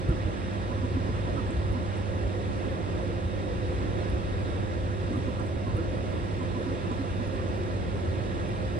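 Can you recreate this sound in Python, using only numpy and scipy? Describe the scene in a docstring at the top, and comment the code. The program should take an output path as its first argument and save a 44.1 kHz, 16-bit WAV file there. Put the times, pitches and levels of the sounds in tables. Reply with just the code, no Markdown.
"""At a desk, close to a working 3D printer, heard by two microphone ports, the right one nearer.
Cooling fans rush, hum and whine over the low shaking of the frame, and the power supply hums at twice
the mains rate. The stepper motors give short whirrs that arch in pitch as each move speeds up and brakes,
and brief swells of hum come and go. The frame thuds when the bed reverses; the head ticks now and then."""
import sys
import numpy as np
from scipy import signal
from scipy.fft import rfft, irfft, next_fast_len
from scipy.io import wavfile
from scipy.ndimage import uniform_filter1d, map_coordinates

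SR = 44100
rng = np.random.default_rng(int(sys.argv[2]) if len(sys.argv) > 2 else 0)


def wrap_up_sound(samples):
    """Save the sound to the file named by the first command line argument, as 16-bit audio."""
    columns = np.atleast_2d(samples).T
    # keep every value between -1 and 1, then stretch to whole-number steps
    tamed = np.clip(columns, -1, 1)
    steps = np.round(tamed * 32767).astype(np.int16)
    wavfile.write(sys.argv[1], SR, steps)


N = 387638

# Low end of the fan and frame noise: (frequency [Hz], left [relative dB], right [relative dB], likeness)
RUMBLE = [(15, -81, -80, .7), (30, -58.5, -65, .92), (62.5, -48.5, -51, 0.68), (109.4, -53, -50.5, 0.82),
          (153.5, -59.5, -61, 0.9), (186, -63.5, -63, 0.75), (244, -68.5, -63, 0.3),
          (271, -66.5, -57.5, 0.28), (328, -62, -59, 0), (368, -69, -61, 0.14), (398, -64.5, -62, 0.1),
          (417, -65.5, -68, 0.35), (432, -65.5, -67, 0.1), (504, -63, -62.5, 0.2),
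          (570, -73.5, -63.5, 0.47), (620, -74.5, -63, 0.54), (646, -79, -69, 0.3), (696, -75, -66.5, 0.37),
          (820, -74, -73.5, 0.5)]


def fan_air():
    """Air rushing through the fans in three wavering bands: body, whirr and hiss."""
    # Mid and treble colour: (frequency [Hz], left [relative dB], right [relative dB], likeness)
    whirr_colour = [(760, -74, -71, .65), (900, -77, -71.5, .64), (1050, -74, -71, .84),
                    (1250, -76.5, -74.5, .77), (1400, -78, -75.5, .4), (1480, -78, -78.5, .79),
                    (1630, -78, -74.5, .62), (1770, -78, -77.5, .75), (1840, -79.5, -76, .78),
                    (1960, -81, -77, .8), (2090, -83.5, -84, .64), (2290, -86, -85, .75),
                    (2450, -84.5, -81, .78), (2600, -85.5, -81, .8), (2800, -85.5, -82.5, .77),
                    (3000, -87.5, -84.5, .56)]
    hiss_colour = [(3000, -87.5, -84, .45), (3250, -87, -81.5, .3), (3550, -87, -82, .3),
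                   (3780, -87, -83, .55), (3900, -89.5, -87, .4), (4030, -92, -87, .45),
                   (4150, -91, -84.5, .62), (4300, -95, -86, .62), (4570, -97, -91, .2),
                   (4900, -96, -85.5, .3), (5100, -95.5, -89, .15), (5400, -95.5, -90, .52),
                   (5900, -98, -91, .4), (6200, -99, -95, .5), (6550, -98, -95, .48), (6850, -96, -95, .75),
                   (7100, -97.5, -96.5, .6), (7500, -99.5, -99.5, .5), (8150, -99, -99, .75),
                   (8500, -100, -100, .9), (8950, -103, -103, .95), (9280, -100, -100, .95),
                   (9450, -104, -104, .9), (10200, -105.5, -105.5, .8), (10600, -106, -106, .5),
                   (11000, -108.5, -109, .45), (11500, -111, -111, .7)]
    body = rush(RUMBLE, lambda hz: (hz >= 160) & (hz < 760), patchy_db=1.3)
    whirr = rush(whirr_colour, lambda hz: (hz >= 760) & (hz < 3000), patchy_db=.8)
    hiss = rush(hiss_colour, lambda hz: (hz >= 3000) / (1 + (hz / 11150) ** 120), patchy_db=.8)
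    flow_db = .18 * wobble(8.9) + .4 * wobble(3.06)
    body_db = -39 + .8 * wobble(3.04)
    return amp(body_db) * body + amp(flow_db) * (amp(-48) * whirr + amp(-55.5) * hiss)


def big_fan():
    """The big fan hums at multiples of its slightly unsteady shaft speed."""
    # Shaft speed: (time [s], speed [turns/s])
    shaft = [(0, 87.5), (2, 87.4), (4.5, 87.1), (5.5, 86.6), (6.8, 86.7), (7.6, 87.4), (8.79, 87.5)]
    # Blade harmonics: (shaft multiple, left [dB], right [dB], left phase lead [rad])
    blades = [(1, -39, -44, 0.96), (2, -46, -51, 0.34), (4, -48, -44, .1), (6, -53, -47.5, .1),
              (8, -60, -56.5, 0.11)]
    turns = curve(shaft) + .2 * wobble(7)
    return sum(tone(multiple * turns, *stereo, unsteady_db=1.6) for multiple, *stereo in blades)


def power_supply():
    """The supply hums at twice the mains rate and about an octave above that."""
    # Hum partials: (frequency [Hz], left [dB], right [dB], left phase lead [rad])
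    partials = [(100.24, -39, -34, -0.85), (200, -51, -41.5, -0.93)]
    return sum(tone(np.full(N, hz), *stereo, unsteady_db=.8) for hz, *stereo in partials)


def small_fans():
    """The small fans sing fuzzy tones, each swelling on its own, and one thin, wavering whistle."""
    # Fuzzy tones: (frequency [Hz], half width [Hz], left [dB], right [dB])
    whines = [(58, .5, -47, -47), (232, 2, -54, -52), (385, 6, -53, -48), (505, 8, -56, -55),
              (552, 2, -60, -51), (620, 10, -66, -55), (997, 20, -75, -67), (1205, 14, -69, -67),
              (1700, 30, -72, -59), (1890, 30, -69, -62.5), (1990, 25, -72, -68), (2160, 45, -66, -64.5),
              (2647, 12, -79, -74), (3500, 30, -76, -80), (3765, 16, -75, -71), (3885, 14, -79, -82),
              (6363, 14, -80, -78), (6860, 30, -82, -81), (8010, 50, -81, -81), (8330, 40, -82, -82),
              (9578, 25, -89, -89)]
    # Whistle pitch: (time [s], frequency [Hz])
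    whistle_pitch = [(0, 3698), (2.5, 3705), (4, 3716), (5, 3712), (6, 3694), (7.2, 3686), (8.79, 3690)]
    fuzz = sum(amp([[left], [right]] + 1.8 * wobble(4)) * narrow(hz, width)
               for hz, width, left, right in whines)
    whistle_hz = curve(whistle_pitch) + 6 * wobble(25)
    return fuzz + tone(whistle_hz, left_db=-69.5, right_db=-67, lead=0, unsteady_db=1.8)


def travel_cues():
    """Cue list of the stepper motors' fast moves, each with a step tone and a whine."""
    # Travels, pitches at top speed: (middle [s], motor, step tone [Hz], tone [dB], whine [Hz], whine [dB])
    travels = [(.108, "head", 352, -32.5, 1400, -34), (.723, "bed", 248, -32.5, 1010, -31.5),
               (.787, "bed", 254, -38, 1090, -36), (.846, "bed", 260, -29.5, 980, -33),
               (.975, "bed", 256, -27.5, 990, -37), (1.1, "bed", 238, -33, 1000, -37),
               (1.289, "bed", 240, -32.5, 985, -38), (1.384, "head", 325, -39, 1335, -33),
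               (1.392, "bed", 283, -34.5, 1000, -37), (1.497, "bed", 241, -36, 990, -42),
               (1.766, "bed", 246, -30, 1005, -35), (3.81, "bed", 254, -37.5, 1000, -39),
               (5.108, "bed", 238, -28.5, 890, -40), (5.155, "head", 321, -37, 1230, -36),
               (5.175, "bed", 250, -30, 1004, -38), (5.287, "bed", 238, -30.5, 1000, -32),
               (5.4, "head", 327, -44, 1400, -37), (5.405, "bed", 264, -37, 1000, -34),
               (5.678, "bed", 241, -34, 1076, -33), (5.706, "bed", 250, -45, 1015, -37),
               (5.79, "head", 346, -35, 1410, -33), (6.42, "bed", 259, -33, 1010, -32),
               (6.566, "bed", 240, -33.5, 998, -32), (6.675, "bed", 260, -30, 970, -38),
               (6.918, "bed", 250, -32.5, 1000, -30.5), (7.011, "bed", 272, -30.5, 1000, -47),
               (7.205, "bed", 249, -35.5, 1000, -38), (7.405, "head", 300, -41, 1200, -35)]
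    # Travel shape by motor: (length [s], tone sag at both ends [share], whine sag [share], rasp [share])
    motors = {"bed": (.05, .078, .02, .25), "head": (.085, .35, .4, .3)}
    return [(s, *voice, motors[motor]) for s, motor, *voice in travels]


def hum_cues():
    """Cue list of brief swells of hum at about 300-530 Hz, plus fainter ones at random times and pitches."""
    # (middle [s], pitch [Hz], level [dB])
    hum_swells = [(.108, 519, -34.5), (1.52, 328, -34.5), (2.721, 513, -31.5), (3.04, 520, -34),
                  (3.1, 477, -36), (3.35, 530, -37), (3.45, 307, -35), (3.51, 494, -34), (3.64, 500, -37),
                  (3.717, 526, -30.5), (4.129, 405, -40), (5.187, 339, -33), (5.79, 511, -35),
                  (6.392, 373, -32), (6.89, 346, -36), (7.129, 346, -38), (7.34, 510, -35),
                  (7.624, 349, -33), (7.954, 395, -34), (8.36, 359, -34), (8.5, 365, -34)]
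    length_s, sag, faint_per_s = .042, .086, 2.5
    count = int(faint_per_s * N / SR)
    times = rng.uniform(length_s, N / SR - length_s, count)
    pitch, softness = rng.standard_normal((count, 2)).T
    faint_swells = zip(times, 495 * 2 ** (.257 * pitch), -42 - .5 * softness)
    no_whine = (0, -np.inf)
    return [(s, hz, db, *no_whine, (length_s, sag, 0, 0)) for s, hz, db in [*hum_swells, *faint_swells]]


def steppers_and_swells():
    """Motors speed up and brake: tone and whine swell and arch, bearings rasp. Hum swells have no whine."""
    out = np.zeros((2, N))
    rasp = unit(np.convolve(narrow(1120, 250), np.hanning(15), "same"))
    quiver, frame_buzz = wobble(70), narrow(310, 90)
    for s, hum_hz, hum_db, whine_hz, whine_db, shape in travel_cues() + hum_cues():
        length, hum_sag, whine_sag, rasp_share = shape
        span, u = centred(s, length)
        shudder = 1 + .03 * quiver[span]
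        hum = sweep(hum_hz * shudder * (1 - hum_sag * u ** 2))
        whine = sweep(whine_hz * shudder ** .3 * (1 - whine_sag * u ** 2))
        low = amp(hum_db) * (hum + .3 * frame_buzz[span])
        high = amp(whine_db) * ((1 - rasp_share) * whine + rasp_share * rasp[span])
        swell = np.cos(np.pi * u / 2) ** .85
        high *= swell ** .8  # the whine gathers around top speed
        out[:, span] += swell * (low * amp([[-1], [1.5]]) + high * amp([[-11], [-1]]))
    return filtered(out, ports)


def frame_thuds():
    """The bed reverses and the frame swings: a short, low pulse, strongest at its middle."""
    # Thuds: (middle [s], level [dB], pitch [Hz], length [s])
    thuds = [(.093, -13, 104, 0.017), (0.111, -19, 60, 0.04), (0.258, -19, 75.6, .035),
             (0.955, -21, 95.5, .065), (1.581, -27, 68, 0.092), (1.704, -20, 79, 0.026),
             (2.256, -22.5, 58.7, 0.059), (3.269, -21.5, 93, 0.049), (4.14, -23, 65, 0.056),
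             (5.567, -28, 56.4, 0.029), (5.749, -17, 99, 0.015), (8.089, -24, 87.5, 0.095)]
    out = np.zeros(N)
    for s, db, hz, length in thuds:
        span, u = centred(s, length)
        swell = np.cos(np.pi * u / 2) ** 2
        out[span] += amp(db) * swell * np.cos(np.pi * hz * length * u)
    return out * amp([[-.7], [.7]])


def head_ticks():
    """Short ringing treble ticks; a brief flicker of very high hiss sounds with each."""
    # Ticks: (time [s], level [dB], ring centre [Hz], flicker [relative dB])
    ticks = [(0.0872, -51, 8700, -19), (1.5045, -49, 7750, -40), (1.7215, -55, 9800, -22),
             (1.9704, -54, 9000, -24), (4.0952, -52, 9400, -7), (5.1272, -53, 8200, -30),
             (5.157, -56, 9800, -28), (5.1694, -55, 9600, -25), (5.3946, -52, 7900, -40),
             (5.465, -53, 8000, -40), (5.759, -58, 10000, -8), (5.7658, -48, 9200, -10),
             (6.426, -52, 8500, -27), (6.914, -52, 7200, -40), (7.2674, -56, 10000, -20),
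             (8.4856, -54, 10000, -18)]
    # Colour of the flicker: (frequency [Hz], gain [dB])
    flicker_colour = [(11400, -40), (11700, -9), (13600, -9), (14200, 0), (15700, 0)]
    width_octaves, t60_s, rise_s = .18, .04, .0028
    rings, flickers = np.zeros((2, N + SR))
    t = np.arange(SR // 20) / SR
    bins_hz = np.fft.rfftfreq(len(t), 1 / SR) + 1
    for s, db, centre_hz, flicker_db in ticks:
        ring_noise, hiss = rng.standard_normal((2, len(t)))
        band = np.exp(-.5 * (np.log2(bins_hz / centre_hz) / width_octaves) ** 2)
        ring = unit(irfft(rfft(ring_noise) * band, len(t)))
        envelope = amp(db - 60 * t / t60_s) * (1 - np.exp(-t / rise_s))
        rings[round(s * SR):][:len(t)] += envelope * ring
        flickers[round(s * SR):][:len(t)] += amp(flicker_db) * envelope * hiss
    rings = filtered(rings[:N], lambda hz: hz < 11500)
    flickers = filtered(flickers[:N], lambda hz: amp(np.interp(hz, *np.transpose(flicker_colour))))
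    return rings + flickers * amp([[-2], [2.5]])


def frame_shake():
    """The shaking frame lays a slowly swelling rumble under everything."""
    # Rumble fader: (time [s], level [dB])
    fader = [(0, -37), (.5, -38.5), (1.2, -34), (2.4, -37), (4, -34.5), (5.1, -37), (5.5, -34),
             (7.3, -38.5), (8, -35.5), (8.79, -34)]
    return amp(curve(fader)) * rush(RUMBLE, lambda hz: hz < 160, patchy_db=.6)


def sheen():
    """A very faint band of hiss flickers near the top of hearing."""
    # (frequency [Hz], left [relative dB], right [relative dB], likeness)
    colour = [(14000, 0, -12, .36), (14700, 1, 6, .24), (15700, -9, -12, .5)]
    return amp(-84.5) * rush(colour, lambda hz: hz > 13800, patchy_db=4.5)


def rush(colour, band, patchy_db):
    """Patchy stereo noise in one band, rms 1 in mono; likeness runs from 0 (wide) to 1 (coherent)."""
    spectra = signal.stft(rng.standard_normal((2, N)), nperseg=512)[2]
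    patches = uniform_filter1d(uniform_filter1d(rng.standard_normal(spectra.shape[1:]), 8, 0), 8, 1)
    mid, side = signal.istft(spectra * amp(patchy_db * unit(patches)), nperseg=512)[1][:, :N]
    knots_hz, left_db, right_db, likeness = np.transpose(colour)
    at = lambda hz, column: np.interp(np.log(hz + 1), np.log(knots_hz + 1), column)
    spread = lambda hz: np.arccos(np.clip(at(hz, likeness), 0, 1)) / 2
    gain = lambda hz: amp([at(hz, left_db), at(hz, right_db)]) * band(hz) * ports(hz)
    mid = filtered(mid, lambda hz: gain(hz) * np.cos(spread(hz)))
    side = filtered(side, lambda hz: gain(hz) * np.sin(spread(hz)) * [[1], [-1]])
    pair = mid + side
    return pair / np.std(pair.mean(axis=0))


def ports(hz):
    """Stereo placement: each microphone port takes half of the phase shift between the two."""
    # (frequency [Hz], left phase lead [rad])
    lead = [(0, 0), (150, 0), (400, -.6), (560, .4), (680, -2), (850, -2.5), (1400, -3.2), (1520, -3.5),
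            (1650, -4.2), (1740, -3.85), (1880, -4.8), (1990, -4.7), (2130, -6.2), (3100, -7.7),
            (3850, -6.2), (4200, -7.3), (4950, -7.5), (5150, -3.9), (6370, -3.6), (8270, 0), (16000, 0)]
    return np.exp(.5j * np.interp(hz, *np.transpose(lead)) * np.array([[1], [-1]]))


def tone(hz, left_db, right_db, lead, unsteady_db):
    """A stereo sine following hz, its level drifting."""
    phase = 2 * np.pi * (np.cumsum(hz) / SR + rng.random()) + lead * np.array([[.5], [-.5]])
    return amp([[left_db], [right_db]]) * amp(unsteady_db * wobble(6)) * np.sqrt(2) * np.sin(phase)


def sweep(hz):
    """A plain sine following hz."""
    return np.sin(2 * np.pi * np.cumsum(hz) / SR)


def narrow(centre_hz, width_hz):
    """Noise of rms 1 in one resonance: a fuzzy tone."""
    return unit(filtered(rng.standard_normal(N), lambda hz: 1 / (1 + ((hz - centre_hz) / width_hz) ** 2)))


def filtered(x, response):
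    """x through a complex frequency response."""
    size = next_fast_len(N + SR // 2)
    return irfft(rfft(x, size) * response(np.fft.rfftfreq(size, 1 / SR)), size)[..., :N]


def centred(middle_s, length_s):
    """An event's slice of samples and a ramp from -1 to 1 across it."""
    start, count = round((middle_s - length_s / 2) * SR), round(length_s * SR)
    return slice(start, start + count), np.linspace(-1, 1, count)


def wobble(rate):
    """A smooth random curve, rate knots a second."""
    return map_coordinates(rng.standard_normal(int(N * rate / SR) + 4), [np.arange(N) * rate / SR])


def curve(rows):
    """An automation line through (time [s], value) points."""
    return np.interp(np.arange(N) / SR, *np.transpose(rows))


def amp(db):
    """Gain of a level in dB."""
    return 10 ** (np.asarray(db) / 20)


def unit(x):
    """x at rms 1."""
    return x / np.sqrt(np.mean(x ** 2) + 1e-20)


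def scene():
    """The printer's steady noise and hums, with its moves and knocks on top."""
    noise = frame_shake() + fan_air()
    hums = filtered(big_fan() + power_supply() + small_fans(), ports)
    return noise + hums + steppers_and_swells() + frame_thuds() + head_ticks() + sheen()


def record(dry):
    """A brick-wall low-pass trims the very top."""
    return filtered(dry, lambda hz: hz < 15750)


dry = scene()
out = record(dry)
wrap_up_sound(out)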